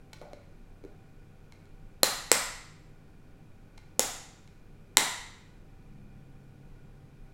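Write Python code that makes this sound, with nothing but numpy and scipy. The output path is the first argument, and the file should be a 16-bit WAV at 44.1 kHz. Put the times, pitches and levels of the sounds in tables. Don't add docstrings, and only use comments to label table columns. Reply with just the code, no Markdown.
import sys
import numpy as np
from scipy import signal
from scipy.fft import rfft, irfft
from scipy.io import wavfile

SR = 44100
rng = np.random.default_rng(int(sys.argv[2]) if len(sys.argv) > 2 else 0)


def bounce(signal):
    frames = np.transpose(np.atleast_2d(signal))
    limited = np.clip(frames, -1, 1)
    pcm = np.round(limited * 32767).astype(np.int16)
    wavfile.write(sys.argv[1], SR, pcm)


N = 323253

# f/Hz, width/Hz, level/dB
FIRST_TAB = [(800, 200, 9.5), (1230, 200, 10), (1880, 240, 7), (4116, 170, 22.5), (4730, 160, 5),
             (7083, 270, 12), (9900, 700, 6.5), (11200, 900, 7), (13700, 2300, 3)]
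SECOND_TAB = [(1020, 220, 12), (1360, 240, 14), (2030, 280, 17), (2380, 300, 8), (4100, 600, 9),
              (5200, 450, 14), (7550, 500, 19), (8000, 450, 15), (11600, 900, 8)]
THIRD_TAB = [(770, 220, 11), (1337, 120, 1.8), (2066, 110, 2.1), (3660, 340, 5.4), (5550, 450, 7.4),
             (6700, 230, 14), (7140, 600, 14), (7960, 290, 2.4), (10160, 1900, 6.3), (14660, 3100, 3)]
FOURTH_TAB = [(960, 170, 18.9), (1380, 120, 9), (2030, 280, 20.3), (3115, 344, 12), (3770, 320, 17),
              (3980, 250, 16), (5825, 410, 11), (7160, 260, 19), (7860, 600, 13), (9600, 500, 3.1),
              (11700, 250, 2.6)]
# t/s, tab ring level/dB, crack level/dB, change of the direct crack with the way
# the tab faces/dB, lid thump level/dB, lid pitch f/Hz, pitch of the whole lid's flex f/Hz
SNAPS = [(2.0318, 0, 8, -1, 26.5, 533, 310), (2.3157, -2.5, 8.5, -1.5, 26.5, 479.4, 372.8),
         (3.9938, -1.5, 3.5, -4.5, 23.5, 517, 250), (4.9700, -1.5, 7.5, 1, 15.5, 543, 245)]
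# f/Hz, level/dB
CRACK_SPECTRUM = [(100, -13.5), (250, 4), (700, -2.5), (2800, 1.5), (7000, 6.5), (10000, -3.5),
                  (12000, -3.5), (13200, -11), (16000, -10)]
# t/s, strength level/dB, plastic tick level/dB, cushioning by the seal/0-1
TOUCHES = [(.1312, -16.5, -20.5, 0.08), (.1335, -13.5, -34, 0.04), (.2145, -18, -35, 0.66),
           (.3323, -11, -53, 0.55), (0.8389, -23, -42, 0.87), (0.849, -22.5, -43, 0.99),
           (1.5222, -17.5, -50, 0.01), (1.655, -31, -50, 0.05), (3.776, -21.5, -49, 0),
           (3.779, -16.5, -39, 0.1), (4.4755, -25.5, -40, 0)]
# f/Hz, width/Hz, level/dB
RIM_MODES = [(1518, 690, -11), (2200, 100, 3.5), (2930, 1400, -11.5), (4020, 200, -2.5), (5200, 660, -17.5),
             (6300, 140, -14.5)]
# f/Hz, level/dB
TICK_SPECTRUM = [(1000, -2.5), (4000, 3), (7000, -13), (12000, -24), (16000, -5.5)]
# t/s, fade time/s, level/dB, pitch f/Hz
SCUFFS = [(0.215, .022, -48.5, 600), (0.843, 0.027, -54.5, 400)]
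# f/Hz, level/dB
GRIT_SPECTRUM = [(300, -8), (2000, -17), (5000, 5), (9000, -0.5), (14000, 3)]
# delay t/s, level/dB
ECHOES = [(.0080, -20), (0.0102, -15), (0.015, -24), (0.0366, -23)]
# f/Hz, level/dB
TAIL_LEVEL = [(120, -3), (300, 2.5), (600, 4), (1000, 1), (2000, 0), (4000, -4), (8000, -5), (12000, -8.5),
              (16000, -6.5)]
# f/Hz, t/s
TAIL_T60 = [(120, 0.48), (400, 0.44), (1000, .72), (2500, .75), (4500, .73), (7500, .62), (10000, .54),
            (13000, .46), (16000, .35)]
# f/Hz, level/dB
AIR_SPECTRUM = [(20, -0.5), (32, -3), (42, -13.5), (70, -12.5), (110, -11), (170, -11.5), (300, -17),
                (500, -23.5), (900, -30), (1800, -34.5), (3200, -41), (6000, -46), (11000, -50.5),
                (13000, -47.5), (16000, -48.5)]
# f/Hz, rms level/dB
HUM_TONES = [(97, -62), (299, -74), (399, -74), (481, -75), (775, -77)]
# f/Hz, width/Hz, rms level/dB
FAN_BANDS = [(26.9, 6.8, -56), (149, 29, -61.5), (776, 10, -79.5), (1455, 88, -77), (2413, 220, -78)]
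# multiple of its pitch, starting level/dB, fade/dB per s
MOTOR_PARTIALS = [(2, -55.5, 3.5), (3, -55.5, 12.5), (4, -65, 10.5)]
# f/Hz, level/dB
TREBLE_SHELF = [(11500, 0), (12800, -5), (15500, -6)]

AIR_DB = -54
CUTOFF_HZ = 15900
SEAL_RING_DB = -9
BARE_KNOCK_DB, CUSHIONED_KNOCK_DB = 3, 28.5
BARE_KNOCK_HZ, CUSHIONED_KNOCK_HZ = 908, 403
MOTOR_START_S, MOTOR_ATTACK_S = 5.76, 0.19
MOTOR_HZ, MOTOR_SAG_HZ_PER_S = 68.1, 0.97
MOTOR_WAVER_HZ, MOTOR_WAVER_DEPTH = 2.86, 0.23


def tabs(ring_tilt_db, low_cut_hz, direct):
    out = np.zeros(N)
    low_cut = signal.butter(1, low_cut_hz, "high", fs=SR, output="sos")
    crack = signal.sosfilt(low_cut, click(CRACK_SPECTRUM))
    tab_modes = [FIRST_TAB, SECOND_TAB, THIRD_TAB, FOURTH_TAB]
    for (s, ring_db, crack_db, facing_db, *_), modes in zip(SNAPS, tab_modes):
        ring = from_db(ring_db + ring_tilt_db) * strike(modes)
        heard_crack_db = crack_db - ring_tilt_db + direct * facing_db
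        snap = ring + from_db(heard_crack_db) * crack
        add(out, s, scatter(snap, transit_s=0.00025))
    return out


def lid_thumps(width_hz, flex_db, soft_hz):
    out = np.zeros(N)
    for s, *_, thump_db, hz, flex_hz in SNAPS:
        modes = [(hz, width_hz, thump_db), (flex_hz, width_hz, thump_db + flex_db)]
        add(out, s, strike(modes))
    return signal.sosfilt(signal.cheby1(2, 1, soft_hz, fs=SR, output="sos"), out)


def touches():
    out = np.zeros(N)
    for s, db, tick_db, cushion in TOUCHES:
        ping = from_db(db + cushion * SEAL_RING_DB) * strike(RIM_MODES)
        tick = from_db(tick_db) * click(TICK_SPECTRUM)
        add(out, s, scatter(ping + tick, transit_s=0.00029))
    return out


def knocks(width_hz, soft_hz, flex_hz, flex_db):
    out = np.zeros(N)
    for s, db, _, cushion in TOUCHES:
        hz = BARE_KNOCK_HZ * (CUSHIONED_KNOCK_HZ / BARE_KNOCK_HZ) ** cushion
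        knock_db = db + BARE_KNOCK_DB + cushion * (CUSHIONED_KNOCK_DB - BARE_KNOCK_DB)
        knock = strike([(hz, width_hz, knock_db)])
        flex = cushion * strike([(flex_hz, width_hz, knock_db + flex_db)])
        add(out, s, knock - flex)
    return signal.sosfilt(signal.butter(2, soft_hz, fs=SR, output="sos"), out)


def scuffs(slips_per_s, width_hz, grit_db, size=8000):
    out = np.zeros(N)
    t = np.arange(size) / SR
    for s, fade_s, db, hz in SCUFFS:
        slips = rng.standard_normal(size) * (rng.random(size) < slips_per_s / SR)
        body = rms_one(resonate(resonate(slips, hz, width_hz), hz, width_hz))
        grit = from_db(grit_db) * rms_one(colour(slips, GRIT_SPECTRUM))
        fade = np.exp(-t / fade_s) * (1 - t / t[-1])
        add(out, s, from_db(db) * (body + grit) * fade)
    return out


def click(spectrum, size=6000):
    return colour(signal.unit_impulse(size), spectrum) * (np.arange(size) < size / 2)


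def strike(modes, size=6000):
    blow = signal.unit_impulse(size) + 1e-18
    return sum(from_db(db) * resonate(blow, hz, width_hz) for hz, width_hz, db in modes)


def scatter(x, transit_s, feedback=0.55, count=7):
    shares = np.geomspace(0.2, 1, count) * rng.uniform(0.8, 1.2, count)
    for share in shares:
        gap = np.zeros(int(share * transit_s * SR))
        loop = np.r_[1, gap, feedback * rng.choice([-1, 1])]
        x = signal.lfilter(loop[::-1], loop, x)
    return x


def kitchen(x):
    t = np.arange(SR) / SR
    swell = np.interp(t, [0, 0.002, 0.006, 0.0105], [0, 0.45, 0.45, 1])
    white = rfft(rng.standard_normal(SR))
    bins_hz = np.arange(SR // 2 + 1)
    edges_hz = np.linspace(80 ** 0.5, 18000 ** 0.5, 60) ** 2
    response = np.zeros(SR)
    for low, high in zip(edges_hz, edges_hz[1:]):
        hz = np.sqrt(low * high)
        noise = irfft(white * ((bins_hz >= low) & (bins_hz < high)), SR)
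        band = noise * swell * from_db(-60 * t / at_hz(TAIL_T60, hz))
        even_gain = np.sqrt(2 * (high - low) / SR)
        response += band / np.linalg.norm(band) * even_gain * from_db(at_hz(TAIL_LEVEL, hz))
    for delay_s, db in ECHOES:
        response[round(delay_s * SR)] += from_db(db)
    return signal.fftconvolve(x, response)[:N]


def background():
    t = np.arange(N) / SR
    air = from_db(AIR_DB) * rms_one(colour(rng.standard_normal(N), AIR_SPECTRUM))
    hum = np.zeros(N)
    for hz, db in HUM_TONES:
        hum += from_db(db) * np.sqrt(2) * np.sin(2 * np.pi * (hz * t + rng.random()))
    fan = narrow_noise(FAN_BANDS)
    return air + hum + fan + motor()


def motor():
    age = np.maximum(np.arange(N) / SR - MOTOR_START_S, 0)
    turns = np.cumsum(MOTOR_HZ - MOTOR_SAG_HZ_PER_S * age) / SR
    out = np.zeros(N)
    for multiple, db, fade_db_per_s in MOTOR_PARTIALS:
        waver = 1 + MOTOR_WAVER_DEPTH * narrow_noise([(MOTOR_WAVER_HZ, MOTOR_WAVER_HZ, 0)])
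        tone = np.sqrt(2) * np.sin(2 * np.pi * multiple * turns)
        out += from_db(db - fade_db_per_s * age) * waver * tone
    return out * np.minimum(age / MOTOR_ATTACK_S, 1)


def narrow_noise(bands):
    out = np.zeros(N)
    for hz, width_hz, db in bands:
        once = resonate(rng.standard_normal(N + SR), hz, width_hz)
        twice = resonate(once, hz, width_hz)
        out += from_db(db) * rms_one(twice[SR:])
    return out


def resonate(x, hz, width_hz):
    r = np.exp(-np.pi * width_hz / SR)
    feed = np.array([1, 0, -1]) * (1 - r * r) / 2
    return signal.lfilter(feed, [1, -2 * r * np.cos(2 * np.pi * hz / SR), r * r], x)


def colour(x, spectrum):
    hz = np.arange(len(x) // 2 + 1) * SR / len(x)
    return irfft(rfft(x) * from_db(at_hz(spectrum, hz)), len(x))


def at_hz(points, hz):
    known_hz, values = np.transpose(points)
    return np.interp(np.log(np.maximum(hz, 1)), np.log(known_hz), values)


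def from_db(db):
    return 10 ** (np.asarray(db) / 20)


def rms_one(x):
    return x / np.sqrt(np.mean(x ** 2) + 1e-20)


def add(track, s, sound):
    start = round(s * SR)
    track[start:start + len(sound)] += sound[:N - start]


def scene():
    direct_tabs = tabs(ring_tilt_db=2.0, low_cut_hz=440, direct=True)
    room_tabs = tabs(ring_tilt_db=-1.5, low_cut_hz=60, direct=False)
    thumps = lid_thumps(width_hz=80, flex_db=-10.5, soft_hz=543)
    light = touches() + scuffs(slips_per_s=1500, width_hz=520, grit_db=-17)
    seating = knocks(width_hz=76, soft_hz=1210, flex_hz=290, flex_db=-3.5)
    room = kitchen(room_tabs + light + from_db(-9) * thumps + from_db(-10) * seating)
    return (direct_tabs + thumps + light + seating + room + background())[None]


def record(dry):
    clipped = np.clip(dry[0], -1, 1)
    shelved = colour(clipped, TREBLE_SHELF)[None]
    return signal.sosfilt(signal.ellip(10, 0.1, 70, CUTOFF_HZ, fs=SR, output="sos"), shelved)


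dry = scene()
out = record(dry)
bounce(out)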